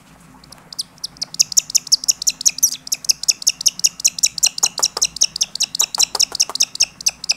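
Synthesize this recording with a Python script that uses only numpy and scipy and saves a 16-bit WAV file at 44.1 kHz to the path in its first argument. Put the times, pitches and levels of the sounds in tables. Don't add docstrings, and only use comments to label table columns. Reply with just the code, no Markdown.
import sys
import numpy as np
from scipy import signal
from scipy.fft import rfft, irfft, next_fast_len
from scipy.io import wavfile
from scipy.ndimage import uniform_filter1d, map_coordinates

SR = 44100
rng = np.random.default_rng(int(sys.argv[2]) if len(sys.argv) > 2 else 0)


def elevation(decibels):
    levels = np.asarray(decibels, float)
    return 10 ** (levels / 20)


def master(y):
    cut = np.clip(np.atleast_2d(y).T, -1, 1)
    pcm = np.round(cut * 32767)
    wavfile.write(sys.argv[1], SR, pcm.astype(np.int16))


N = 324576
MS = np.arange(SR // 12) * 1000 / SR
TOP_HZ = 15700

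# [t/s, length/ms, top f/Hz, peak level/dB]
PIPS = [(.437, 6.7, 5100, -30.5), (0.725, 6.1, 5550, -19), (0.9816, 1.6, 5960, -26.5),
        (1.1688, 2.4, 5600, -26.5), (1.3431, 4.9, 5600, -12), (1.52, 5.3, 5870, -11.5),
        (1.698, 6.5, 5800, -12.5), (1.869, 7, 6250, -15), (2.0377, 3.8, 5740, -12),
        (2.218, 6.6, 5720, -10.5), (2.409, 5.7, 5400, -9.5), (2.583, 7.4, 6060, -15.5),
        (2.8708, 6.6, 5900, -17.5), (3.0453, 5.8, 6470, -12.5), (3.233, 6.5, 5800, -9.5),
            (3.421, 5.6, 5600, -12), (3.6077, 6.4, 5840, -11), (3.794, 4.6, 5930, -12.5),
            (3.997, 7, 6140, -12), (4.185, 6.3, 5940, -10), (4.38, 6.1, 5830, -10),
            (4.5816, 5.5, 5800, -9.5), (4.7782, 6.8, 5400, -10.5), (4.9696, 3.6, 5400, -7),
            (5.164, 6.3, 5600, -11.5), (5.3584, 6.3, 5360, -10.5), (5.554, 5, 5100, -10),
            (5.7479, 5.9, 5160, -9.5), (5.945, 7.2, 5330, -7), (6.1495, 6.1, 5270, -7),
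            (6.3488, 7.5, 5400, -9.5), (6.5522, 8, 5430, -8.5), (6.7524, 5.5, 5230, -10),
            (7.006, 6.7, 6300, -18), (7.239, 5.8, 5300, -13)]
PIP_FLOOR_HZ, PIP_RISE_HZ_PER_MS = 3760, 393

# [t/s, break at/ms, crest f/Hz, break f/Hz, peak level/dB]
WHISTLES = [(.521, 11, 6100, 3520, -25.5), (.786, 33.7, 6280, 2880, -13.5),
            (1.035, 25.5, 6110, 3300, -14), (1.2158, 17.5, 6220, 3910, -11.5),
            (1.3948, 19.6, 7010, 4900, 1), (1.5695, 18.6, 7170, 5180, 1.5),
            (1.7475, 18.8, 7120, 5110, -1), (1.9191, 33, 6850, 3980, -2),
            (2.084, 20.6, 7180, 5140, -1.3), (2.269, 19.1, 7360, 5490, -4),
            (2.4562, 21, 7050, 5620, -0.2),
            (2.919, 16.2, 6950, 5200, -8), (3.09, 18.5, 6690, 4770, -1.1),
                (3.284, 18.8, 6950, 4940, -1), (3.4675, 17.8, 6900, 5040, -2.1),
                (3.658, 18.8, 6850, 5020, -0.9), (3.84, 18.3, 7030, 5180, -0.9),
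                (4.046, 19.6, 7110, 5450, -1.5), (4.2312, 17.6, 7250, 5670, -2),
                (4.429, 20.3, 7370, 5600, -2.5), (4.6283, 18, 7090, 5500, -3), (4.826, 17, 7060, 5230, -4),
                (5.016, 17.8, 6910, 5330, -3.5), (5.2102, 17.6, 6660, 5290, -1.7),
                (5.408, 16.2, 6680, 5100, -5), (5.6024, 18.7, 6970, 5100, -7.5),
                (5.7938, 16.3, 7240, 6220, -4), (5.9942, 18, 7400, 5600, -5),
                (6.1962, 16.3, 7000, 5200, -3), (6.397, 17.2, 6700, 5140, -2.5),
                (6.6013, 16.5, 6750, 5170, -3), (6.8007, 18.3, 6630, 5070, -4), (7.064, 16, 6280, 4900, -4),
                (7.291, 18.1, 6110, 4930, -3.5)]
# [share of lower voice/0-1, crest level under peak/dB, octave level/dB,
# share of the fall left halfway/0-1, place of the peak/0-1]
WHISTLE_COLOUR = [(0.05, -9, -0.5, 0.47, 0.6), (0.4, -8, -2, 0.47, 0.37), (0.4, -16, -9, 0.54, 0.38),
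                  (0.4, -7, -18, 0.52, 0.7), (0.43, -10, -29, 0.63, 0.93), (0.43, -8.5, -43, 0.8, 0.87),
                  (0.43, -6.5, -18, 0.65, 0.93), (0.4, -6.5, -19.5, 0.41, 0.55),
                  (0.43, -7.5, -17, 0.66, 0.95), (0.43, -5.5, -15, 0.55, 0.99),
                  (0.43, -9.5, -17, 0.65, 0.99), (0.43, -4.5, -8, 0.5, 0.87), (0.43, -6, -11, 0.5, 0.88),
                  (0.43, -6.5, -16, 0.6, 0.93), (0.43, -7.5, -13, 0.66, 0.92), (0.43, -9, -18, 0.6, 0.91),
                  (0.43, -6, -13, 0.72, 0.98), (0.43, -7, -15, 0.73, 0.9), (0.43, -4.5, -18, 0.72, 1),
                  (0.43, -6, -17, 0.8, 0.89), (0.43, -7, -20, 0.85, 0.77), (0.43, -5.5, -15, 0.93, 0.98),
                  (0.43, -9.5, -32, 0.72, 0.92), (0.43, -11.5, -37, 0.8, 0.94),
                  (0.43, -8.5, -34, 0.65, 0.85), (0.43, -7.5, -23, 0.8, 1), (0.2, -8, -8.5, 0.7, 0.64),
                  (0.3, -3.5, -11, 0.85, 0.97), (0.43, -7, -24, 0.69, 1), (0.43, -8, -23, 0.69, 0.95),
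                  (0.43, -7.5, -25, 0.7, 0.85), (0.2, -8.5, -38, 0.76, 0.73), (0.12, -4, -11.5, 0.72, 0.63),
                  (0.43, -14, -25, 0.63, 1)]
LONG_MS = 26
CREST_MS, CREST_MS_PER_KHZ = 7.85, 2.68
CREST_MS_PER_DB = 0.28
FADE_HZ, FADE_DB_PER_KHZ, BREAK_DB = 5100, 18, -9

# [t/s, step down at/ms, end at/ms, shelf level/dB, low note level/dB]
STEPS = [(1.2325, 0.73, 4.7, -34.5, -30), (1.4126, 6.9, 16.5, -26.5, -25.5),
         (1.5869, 9.2, 20, -22.5, -28), (1.7663, 6.6, 16.7, -26.5, -24), (2.105, 7.4, 13.6, -25, -21),
         (2.289, 10.6, 19.5, -14.5, -23), (2.4735, 14.7, 27, -21, -20.5),
         (2.937, 4.1, 15.6, -29, -23.5), (3.108, 1.13, 12, -47, -24), (3.301, 7.3, 19, -23.5, -18),
             (3.484, 9.1, 19.3, -24.5, -17), (3.677, 5.1, 14.3, -20, -18), (3.858, 6.9, 18.3, -25, -18.5),
             (4.0645, 11.1, 20, -15.5, -15.5), (4.247, 13.7, 23.2, -18.5, -16.5),
             (4.4482, 15.4, 24.7, -15.5, -14), (4.6458, 14, 25, -17.5, -16.5),
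             (4.843, 10.2, 21.3, -16, -18.5), (5.0324, 14.2, 23.7, -17, -19),
             (5.228, 10, 22.2, -18.5, -18.5), (5.4245, 4.6, 19.7, -17, -23.5),
             (5.622, 11.6, 21.3, -12.5, -16.5), (5.81, 23, 34.2, -17.5, -16),
             (6.0113, 18, 27.1, -15.5, -14), (6.213, 13.2, 25, -22, -15.5), (6.4144, 7.2, 18.6, -23.5, -19),
             (6.619, 8.7, 19.7, -17, -18), (6.8196, 5.4, 19.3, -15.5, -16.5), (7.081, 1.8, 13.6, -16, -19),
             (7.3077, 2.8, 13, -24, -19)]
# [shelf f/Hz, shelf overtone level/dB, low-note octave level/dB,
# low-note twelfth level/dB, place of the octave's peak/0-1]
STEP_COLOUR = [(3800, -11, -27, -8, 0.4), (3810, -13, -27, -20, 0.4), (3830, -12, -24, -19, 0.4),
               (3700, -9, -14, -16, 0.4), (3790, -12, 4, -22, 0.4), (4120, -12, 6, -11, 0.3),
               (4150, -12, 4, -7, 0), (3830, -3, -2, -4, 0.3), (3700, -12, -1, -12, 0),
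               (3570, -3, 0.5, -11, 0.4), (3790, -12, 7.5, -11, 0.5), (3720, -7, 3.5, -10, 0.4),
               (3780, -2, 6.5, -11, 0.6), (4160, -11, 5, -5.5, 0.1), (3940, -10, 9, -2, 0.14),
               (4190, -11, 10, -9.5, 0.53), (4180, -13, 6.5, -7.5, 0.3), (4070, -10, 11.5, -7, 0.94),
               (4136, -9, 12, -7, 0.54), (3950, -23, 13, -9, 0.87), (3710, -7, 2.5, -16, 0.5),
               (4020, -14, 8.5, -9, 1), (3980, -8.5, 8.5, -10.5, 0.66), (4100, -9, 12.5, -9, 0.84),
               (3900, -8, 12.5, -7, 0.9), (3800, -0.5, 10.5, -7, 0.6), (3770, -14, 12, -7, 0.5),
               (3800, -26, 11, -8, 0.4), (3900, -4, 2.5, -2, 0.4), (3950, -17, 6.5, -5, 0.5)]
SHELF_GROWS_DB_PER_MS = 0.7

# [t/s, strain/0-1, lowest mode f/Hz, closing croak level/dB]
STRAIN = [(1.23, 0.1, 2190, -33), (1.4, 0, 2500, -63), (2.1, 0.2, 2650, -56), (2.5, 0.3, 2360, -37.5),
          (2.95, 1, 2375, -38.5), (3.7, 0.53, 2670, -49), (4.25, 0.37, 2496, -52), (4.45, 0.8, 2573, -26.5),
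          (5, 0.7, 2653, -40), (5.8, 0.97, 2580, -30.5), (6.4, 0.72, 2542, -37.5), (6.8, 1, 2536, -28.5),
          (7.1, 1, 2434, -26.5)]
STRAIN_BREAK_DB = 7.5
# [start t/s, rows of (t/ms, f/Hz, level/dB, overtone level/dB, air level/dB)]
CRIES = [
    (2.6275, [(0, 5400, -28, 14, 2), (5.1, 6400, -16.5, 6, -13), (12, 6260, -3.5, -5, -42), (19.6, 5800, -6.5, -3.5, -39), (38.9, 5570, -16.5, -24, -23), (53, 4560, -20.5, 1, -28), (56.6, 4700, -23, -10, -14), (63.1, 6100, -19.5, -10, -3), (67.4, 6000, -50, -12, -6)]),
    (2.63, [(0, 6300, -35, -25, -21), (2, 5700, -10, -25, -25), (6, 7600, -12.5, -26, -22), (8.5, 6000, -11, -25, -30), (10, 6300, -45, -24, -21)]),
    (2.664, [(0, 8400, -40, -30, -9.5), (1.5, 8350, -17, -31, -11), (11, 7100, -47, -31, -10)]),
    (2.713, [(0, 3700, -36, -4, 7), (4, 4800, -30, 0, 1), (6.5, 4650, -21.5, -10, -12), (12, 5150, -17, -10, -16), (14, 6000, -43, -7, -11)]),
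    (2.7233, [(0, 4800, -30, -25, -9), (2, 6500, -14.5, -25, -8), (4, 6600, -26, -28, -8), (11, 6700, -27, -30, -13), (14, 5900, -15, -30, -28), (17, 4500, -20, -30, -22), (18.5, 790, -34, -30, -3)]),
    (2.727, [(0, 5900, -42, -30, -20), (1.5, 6150, -27, -30, -18), (8, 5400, -26, -30, -18), (10, 5900, -48, -30, -21)]),
    (2.742, [(0, 4900, -28, -15, -16), (2.5, 4000, -23, -12, -22), (8, 3850, -27.5, -15, -25), (14, 3350, -22, -28, -28), (15.5, 3100, -40, -28, -28), (19, 2400, -27, -28, -28), (22, 2900, -43, -28, -30)]),
]
# [f/Hz, width/Hz, level/dB]
BEAK = [(8100, 1440, 0.5), (11330, 2000, -2.5), (14300, 1100, -2.5)]

# [t/s, peak level/dB]
TAPS = [
    (4.632, -13),
    (4.792, -10.5),
    (4.966, -9.5),
    (5.813, -14.5),
    (5.979, -9),
    (6.147, -6.5),
    (6.318, -13.5),
    (6.493, -11.5),
]
# [f/Hz, width/Hz, level/dB]
TAP_BODY = [(396, 94, -0.5), (857, 284, 2), (1240, 273, 2.5), (1625, 680, -10), (7900, 5800, -15)]
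# [delay t/ms, level/dB]
TAP_ECHOES = [(11, -7), (19, -23)]
TICK_S, TICK_DB = 0.583, -25

# [t/s, length/ms, centre f/Hz, level/dB]
STROKES = [
    (0.062, 75, 2600, -53),
    (.204, 70, 8300, -52),
    (0.306, 94, 6800, -61),
]
# [t/s, peak level/dB, ring f/Hz, t60/ms]
KNOCKS = [
    (.161, -38, 756, 15),
    (0.229, -42, 1300, 15),
    (.341, -41, 920, 220),
    (.549, -36, 710, 54),
    (.671, -37, 520, 39),
    (0.741, -30, 1000, 10),
]
# [t/s, rustle level/dB, leather creak level/dB]
FEATHERS = [
    (.05, -58.5, -54),
    (.19, -59.5, -54),
    (0.371, -62, -59),
    (.6, -60.5, -48),
    (.8, -61.5, -55),
]
# [f/Hz, level per Hz/dB]
RUSTLE = [(1500, -38), (2500, -4), (8000, -4), (13000, -18)]

# [f/Hz, t60/s, level/dB]
YARD = [(2970, 0.4, 3.5), (3280, 0.38, 7.5), (4050, 0.41, -4.5), (5400, 0.43, -7.5), (7950, 0.35, -0.5),
        (11300, 0.29, -2)]
# [f/Hz, level per Hz/dB]
TOWN = [(15, -11), (32, -13), (75, -15), (169, -2.5), (359, -15), (919, -26.5), (1410, -18), (2560, -21),
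        (3530, -42), (9050, -31), (15500, -38.5)]
# [f/Hz, width/Hz, level/dB]
DRONE = [(58.2, 5.7, -58.5), (160.8, 56, -53.5), (258.4, 13, -57.5), (790, 96, -82), (1109, 87, -63.5),
         (1297, 53, -63.5)]


def hawk():
    pip, pip_air = pips()
    whistle, whistle_air, clicks = whistles()
    step, step_air = steps()
    long, long_air = cry()
    throat = modes([(5600, 1800, 5.5), (7660, 1800, 7.5), (12100, 1600, -1.0), (14900, 8200, -9)])
    hiss = unit(filtered(rng.standard_normal(N), throat))
    thud = filtered(clicks[:N], modes([(530, 340, 8.9)]))
    tones = (pip + whistle + step + long)[:N]
    breath = (whistle_air + step_air + long_air)[:N] * hiss
    puffs = pip_air[:N] * uniform_filter1d(hiss, size=2)
    return tones + breath + puffs + elevation(1.5) * thud


def pips():
    out, air = np.zeros((2, N + SR))
    for s, length, to_hz, db in PIPS:
        from_hz = max(PIP_FLOOR_HZ, to_hz - PIP_RISE_HZ_PER_MS * length)
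        s, length = s - .001, length + 2
        hz = line([0, 1.5, length - 2.2], [0.914 * from_hz, from_hz, to_hz], 0.92)
        phase = turns(hz, 0.011)
        swell = elevation(db) * line([0, 0.19 * length, 0.5 * length, length - 1.5, length],
                               [0.005, 0.2, 0.94, 0.19, 0.0049], 0.67)
        early = elevation(db) * line([0, 1, .5 * length, 0.7 * length], [0.26, 0.45, 0.67, 0], 0.97)
        puff = elevation(db) * line([0, .5 * length, length - 2, length + 3], [0.02, 0.71, 0.89, 0.01], .5)
        tone = swell * elevation(2.6 * wobble(584, len(MS))) * np.sin(phase) * (MS < length)
        octave = early * elevation(5.8 * strain(s) - 14) * overtone(2, hz, phase)
        add(out, s, tone + octave)
        add(air, s, elevation(-15) * puff)
    return out, air


def whistles():
    out, air, clicks = np.zeros((3, N + SR))
    rows = WHISTLES
    for (s, end, crest_hz, end_hz, peak_db), (second, under_db, octave_db, mid, place) in zip(rows, WHISTLE_COLOUR):
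        long = end > LONG_MS
        crest = CREST_MS + CREST_MS_PER_KHZ * (crest_hz / 1000 - 7)
        crest = max(crest + (0 if long else CREST_MS_PER_DB * peak_db), 3.5)
        mid_hz = end_hz + mid * (crest_hz - end_hz)
        peak, crest_db = place * end, peak_db + under_db
        end_db = peak_db + BREAK_DB + STRAIN_BREAK_DB * strain(s)
        end_db = end_db - FADE_DB_PER_KHZ * max(FADE_HZ - end_hz, 0) / 1000

        upper_hz = arch(crest, end, crest_hz, mid_hz, end_hz)
        lower_hz = line([0, 1.5, 0.593 * crest, crest + 3, crest + 8],
                        [0.778 * crest_hz, .74 * crest_hz, .78 * crest_hz, .87 * crest_hz, 0.9 * mid_hz], 3.5)
        upper, lower = turns(upper_hz, 0.0065), turns(lower_hz, 0.02)

        swell = line([0, .3, crest, peak, end - .8, end - .1, end + .5],
                     [0, 0.35 * elevation(crest_db), elevation(crest_db), elevation(peak_db), elevation(end_db), 0.94 * elevation(end_db), 0], 0.18)
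        lead = line([0, .5 * crest, 0.89 * crest, crest + 6], [0, .05, .9, 1], 0.79)
        rival = line([0, 0.33 * crest, crest, crest + 4, crest + 6, crest + 11],
                     [1, 1, second, 1.05 * second, 0.2 * second, 0.05], 0.5)

        sidebands = 0.44 * lead * rival * np.sin(2 * upper - lower)
        octaves = elevation(octave_db) * lead ** 2 * overtone(2, upper_hz, upper)
        octaves = octaves + elevation(-6.0) * rival * overtone(1.942, lower_hz, lower)
        octaves = octaves + elevation(-10.5) * lead * rival * np.sin(upper + lower)
        octaves = octaves + elevation(octave_db - 17) * lead * overtone(3, upper_hz, upper)
        flicker = 0.71 + (.15 if long else .55) * wobble(1860, len(MS))
        add(out, s, swell * (lead * np.sin(upper) + rival * np.sin(lower) + sidebands + octaves * flicker))

        onset_puff = elevation(crest_db - 19) * line([0, .3, 2.5, 5], [0, 1, .5, 0], .2)
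        add(air, s, swell * (elevation(-21) * rival + elevation(-32)) + onset_puff)
        add(clicks, s + end / 1000, [elevation(end_db)])
    return out, air, clicks


def steps():
    out, air = np.zeros((2, N + SR))
    rows = STEPS
    for (s, down, end, early_db, low_db), (shelf_hz, over_db, octave_db, twelfth_db, place) in zip(rows, STEP_COLOUR):
        final_hz, croak_db = strain(s, column=2), strain(s, column=3)
        late_db = early_db + SHELF_GROWS_DB_PER_MS * (min(down, 16) - 11)
        shelf_start_hz = (1.02 - 0.0118 * max(down - 12, 0)) * shelf_hz
        hz = line([0, 0.15 * down, .5 * down, down - .4, down + 0.9, end - 1, end + 5],
                  [4550, shelf_start_hz, shelf_hz, .96 * shelf_hz, 1.143 * final_hz, final_hz, 0.65 * final_hz], 0.99)
        phase = turns(hz, .013)

        early, low = elevation(early_db), elevation(low_db)
        swell = line([0, .5, 0.33 * down, 0.15 * down, 1.004 * down, down + 0.091, (down + end) / 2, end - 1.5, end + 1],
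                     [0, .5 * early, 0.53 * early, 0.98 * early, elevation(late_db), 0.56 * low, low, 0.7 * low, 0], 0.14)
        octave_peak = down + 0.81 + place * (end - down - 2.7)
        octave = elevation(low_db + octave_db) * line([0, down - .5, down + 0.76, octave_peak, end - 1.8, end - .2],
                                                [0.027, 0.008, 0.48, 1, 0.38, 0.038], 0.41)

        on_shelf = line([0, down - .5, down + .5], [1, 1, 0], .6)
        shelf_tones = overtone(1.98, hz, phase) + elevation(-12.0) * overtone(3, hz, phase)
        low_tones = overtone(2.996, hz, phase) + elevation(-9) * overtone(4, hz, phase)
        upper = on_shelf * elevation(over_db) * shelf_tones + (1 - on_shelf) * elevation(twelfth_db) * low_tones

        croak = elevation(croak_db) * line([0, end - 6, end - 1, end + 3, end + 5], [0.076, 0.082, 0.89, 0.81, 0.018], 0.57)
        croak = croak * (np.sin(phase / 3) + .5 * np.sin(2 * phase / 3))
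        swell = swell * elevation(3.2 * wobble(450, len(MS)))
        add(out, s, swell * (np.sin(phase) + upper) + octave * np.sin(2 * phase) * (MS < end) + croak)
        add(air, s, elevation(-27) * (swell + octave * (MS < end)))
    return out, air


def cry():
    out, air = np.zeros((2, N + SR))
    for s, rows in CRIES:
        ms, hz, db, over_db, air_db = np.transpose(rows)
        hz, swell = line(ms, hz, 1.1), elevation(line(ms, db, .8)) * (MS < ms[-1])
        phase = turns(hz, 0.0033)
        upper = overtone(1.954, hz, phase) + elevation(-9) * overtone(3, hz, phase)
        add(out, s, swell * (np.sin(phase) + elevation(line(ms, over_db, .8)) * upper))
        add(air, s, swell * elevation(line(ms, air_db, .8)))
    return out, air


def arch(crest, end, crest_hz, mid_hz, end_hz):
    span, long = end - crest, end > LONG_MS
    early_hz = mid_hz + (.33 if long else .62) * (crest_hz - mid_hz)
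    late_hz = mid_hz - (.4 if long else .55) * (mid_hz - end_hz)
    ms = [0, 0.7 * crest, crest, crest + 0.208 * span, crest + .5 * span, crest + 0.712 * span, end - 1, end + 1]
    hz = [.8 * crest_hz, .95 * crest_hz, crest_hz, early_hz, mid_hz, late_hz, end_hz, 0.87 * end_hz]
    return line(ms, hz, 1.9)


def overtone(multiple, hz, phase):
    return np.abs(modes(BEAK)(multiple * hz)) * np.sin(multiple * phase) * (multiple * hz < TOP_HZ)


def strain(s, column=1):
    return np.interp(s, *np.transpose(STRAIN)[[0, column]])


def turns(hz, jitter):
    return 2 * np.pi * np.cumsum(hz * (1 + jitter * wobble(800, len(hz)))) / SR


def taps():
    blows = np.zeros(N + SR)
    for s, db in TAPS:
        echoes = sum(elevation(echo_db - 14) * np.exp(-((MS - ms) / 0.61) ** 2) for ms, echo_db in TAP_ECHOES)
        smear = elevation(-17.0 - 60 * MS / 70) + echoes
        burst = smear * unit(uniform_filter1d(rng.standard_normal(len(MS)), size=2)) * .5
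        burst[:5] += signal.windows.hann(7)[1:-1] / 3
        add(blows, s + 0.00166, elevation(db + 23.0) * burst)
    return filtered(blows[:N], modes(TAP_BODY))


def talon():
    out = np.zeros(N + SR)
    add(out, TICK_S, elevation(TICK_DB - 60 * MS / 4) * rng.standard_normal(len(MS)))
    return filtered(out[:N], modes([(800, 900, 6), (9000, 5000, -5)]))


def strokes():
    out = np.zeros(N + SR)
    for s, length, hz, db in STROKES:
        band = lambda f: modes([(hz, .45 * hz, 0)])(f) ** 2
        noise = unit(filtered(rng.standard_normal(N), band))[-len(MS):]
        swell = line([0, 1.5, .7 * length, length], [0, 0.93, .6, 0], .8)
        add(out, s, elevation(db + 3.5 * wobble(81, len(MS))) * swell * noise)
    for s, db, hz, t60 in KNOCKS:
        decay = elevation(db - 60 * MS / t60 + 3.9 * wobble(150, len(MS)))
        add(out, s, decay * np.sin(turns(hz + 0 * MS, .12)))
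    return out[:N]


def feathers():
    s, rustle_db, creak_db = np.transpose(FEATHERS)
    rustle = unit(filtered(rng.standard_normal(N), lambda hz: elevation(along(RUSTLE, hz))))
    creak = unit(filtered(rng.standard_normal(N), lambda hz: modes([(800, 900, 0)])(hz) ** 2))
    level = lambda db, lumps_db: elevation(np.interp(np.arange(N) / SR, s, db) + lumps_db * wobble(45, N))
    return level(rustle_db, 3.1) * rustle + level(creak_db, 3.4) * creak


def yard(x):
    hz, t, z = signal.stft(rng.standard_normal((2, SR // 2)), SR, nperseg=256)
    decay = elevation(along(YARD, hz, column=2)[:, None] - 60 * t / along(YARD, hz)[:, None])
    shape = decay * (1 - np.exp(-t / 0.01)) * (1 + 1.1 * np.exp(-t / 0.024))
    tails = signal.istft(z * shape, SR, nperseg=256)[1]
    turn = 2.4 * wobble(30, N)
    delay = round(.003 * SR)
    parts = np.pad(x * np.array([np.cos(turn), np.sin(turn)]), ((0, 0), (delay, 0)))
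    return signal.fftconvolve(parts, tails / np.linalg.norm(tails[0]), axes=1).sum(0)[:N]


def town():
    z = signal.stft(rng.standard_normal(N + 512), nperseg=512)[2]
    field = uniform_filter1d(uniform_filter1d(rng.standard_normal(z.shape), 5, 0), 10, 1)
    patchy = signal.istft(z * elevation(2.2 * unit(field)), nperseg=512)[1][:N]
    wash = elevation(-50.5) * unit(filtered(patchy, lambda hz: elevation(along(TOWN, hz))))
    hum = lambda hz, width: unit(filtered(rng.standard_normal(N), lambda f: modes([(hz, width, 0)])(f) ** 2))
    return wash + sum(elevation(db + 2 * wobble(3, N)) * hum(hz, width) for hz, width, db in DRONE)


def unit(x):
    return x / np.sqrt(np.mean(x ** 2) + 1e-20)


def along(points, hz, column=1):
    f, v = np.transpose(points)[[0, column]]
    return np.interp(np.log(hz + 1), np.log(f + 1), v)


def line(ms, values, soften):
    joined = np.interp(MS, np.maximum.accumulate(ms) + np.arange(len(ms)) / 1000, values)
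    return uniform_filter1d(joined, max(round(soften * SR / 1000), 1), mode="nearest")


def wobble(rate, count):
    return map_coordinates(rng.standard_normal(int(count * rate / SR) + 4), [np.arange(count) * rate / SR])


def filtered(x, response):
    m = next_fast_len(N + SR // 2)
    return irfft(rfft(x, m) * response(np.fft.rfftfreq(m, 1 / SR)), m)[..., :N]


def modes(table):
    return lambda f: sum((-1) ** k * elevation(db) * 1j * f * w / (c * c - f * f + 1j * f * w)
                         for k, (c, w, db) in enumerate(table))


def add(track, s, sound):
    track[round(s * SR):][:len(sound)] += sound


def scene():
    near = hawk() + taps() + talon()
    return (near + elevation(-20.5) * yard(near) + feathers() + strokes() + town())[None]


def roll_off(x):
    return signal.sosfilt(signal.butter(12, 21500, fs=SR, output="sos"), x)


def record(dry):
    limited = filtered(dry, lambda hz: np.where(hz < TOP_HZ, 1, elevation(-53)))
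    clipped = limited / (1 + np.abs(limited) ** 60) ** (1 / 60)
    return roll_off(clipped)


dry = scene()
out = record(dry)
master(out)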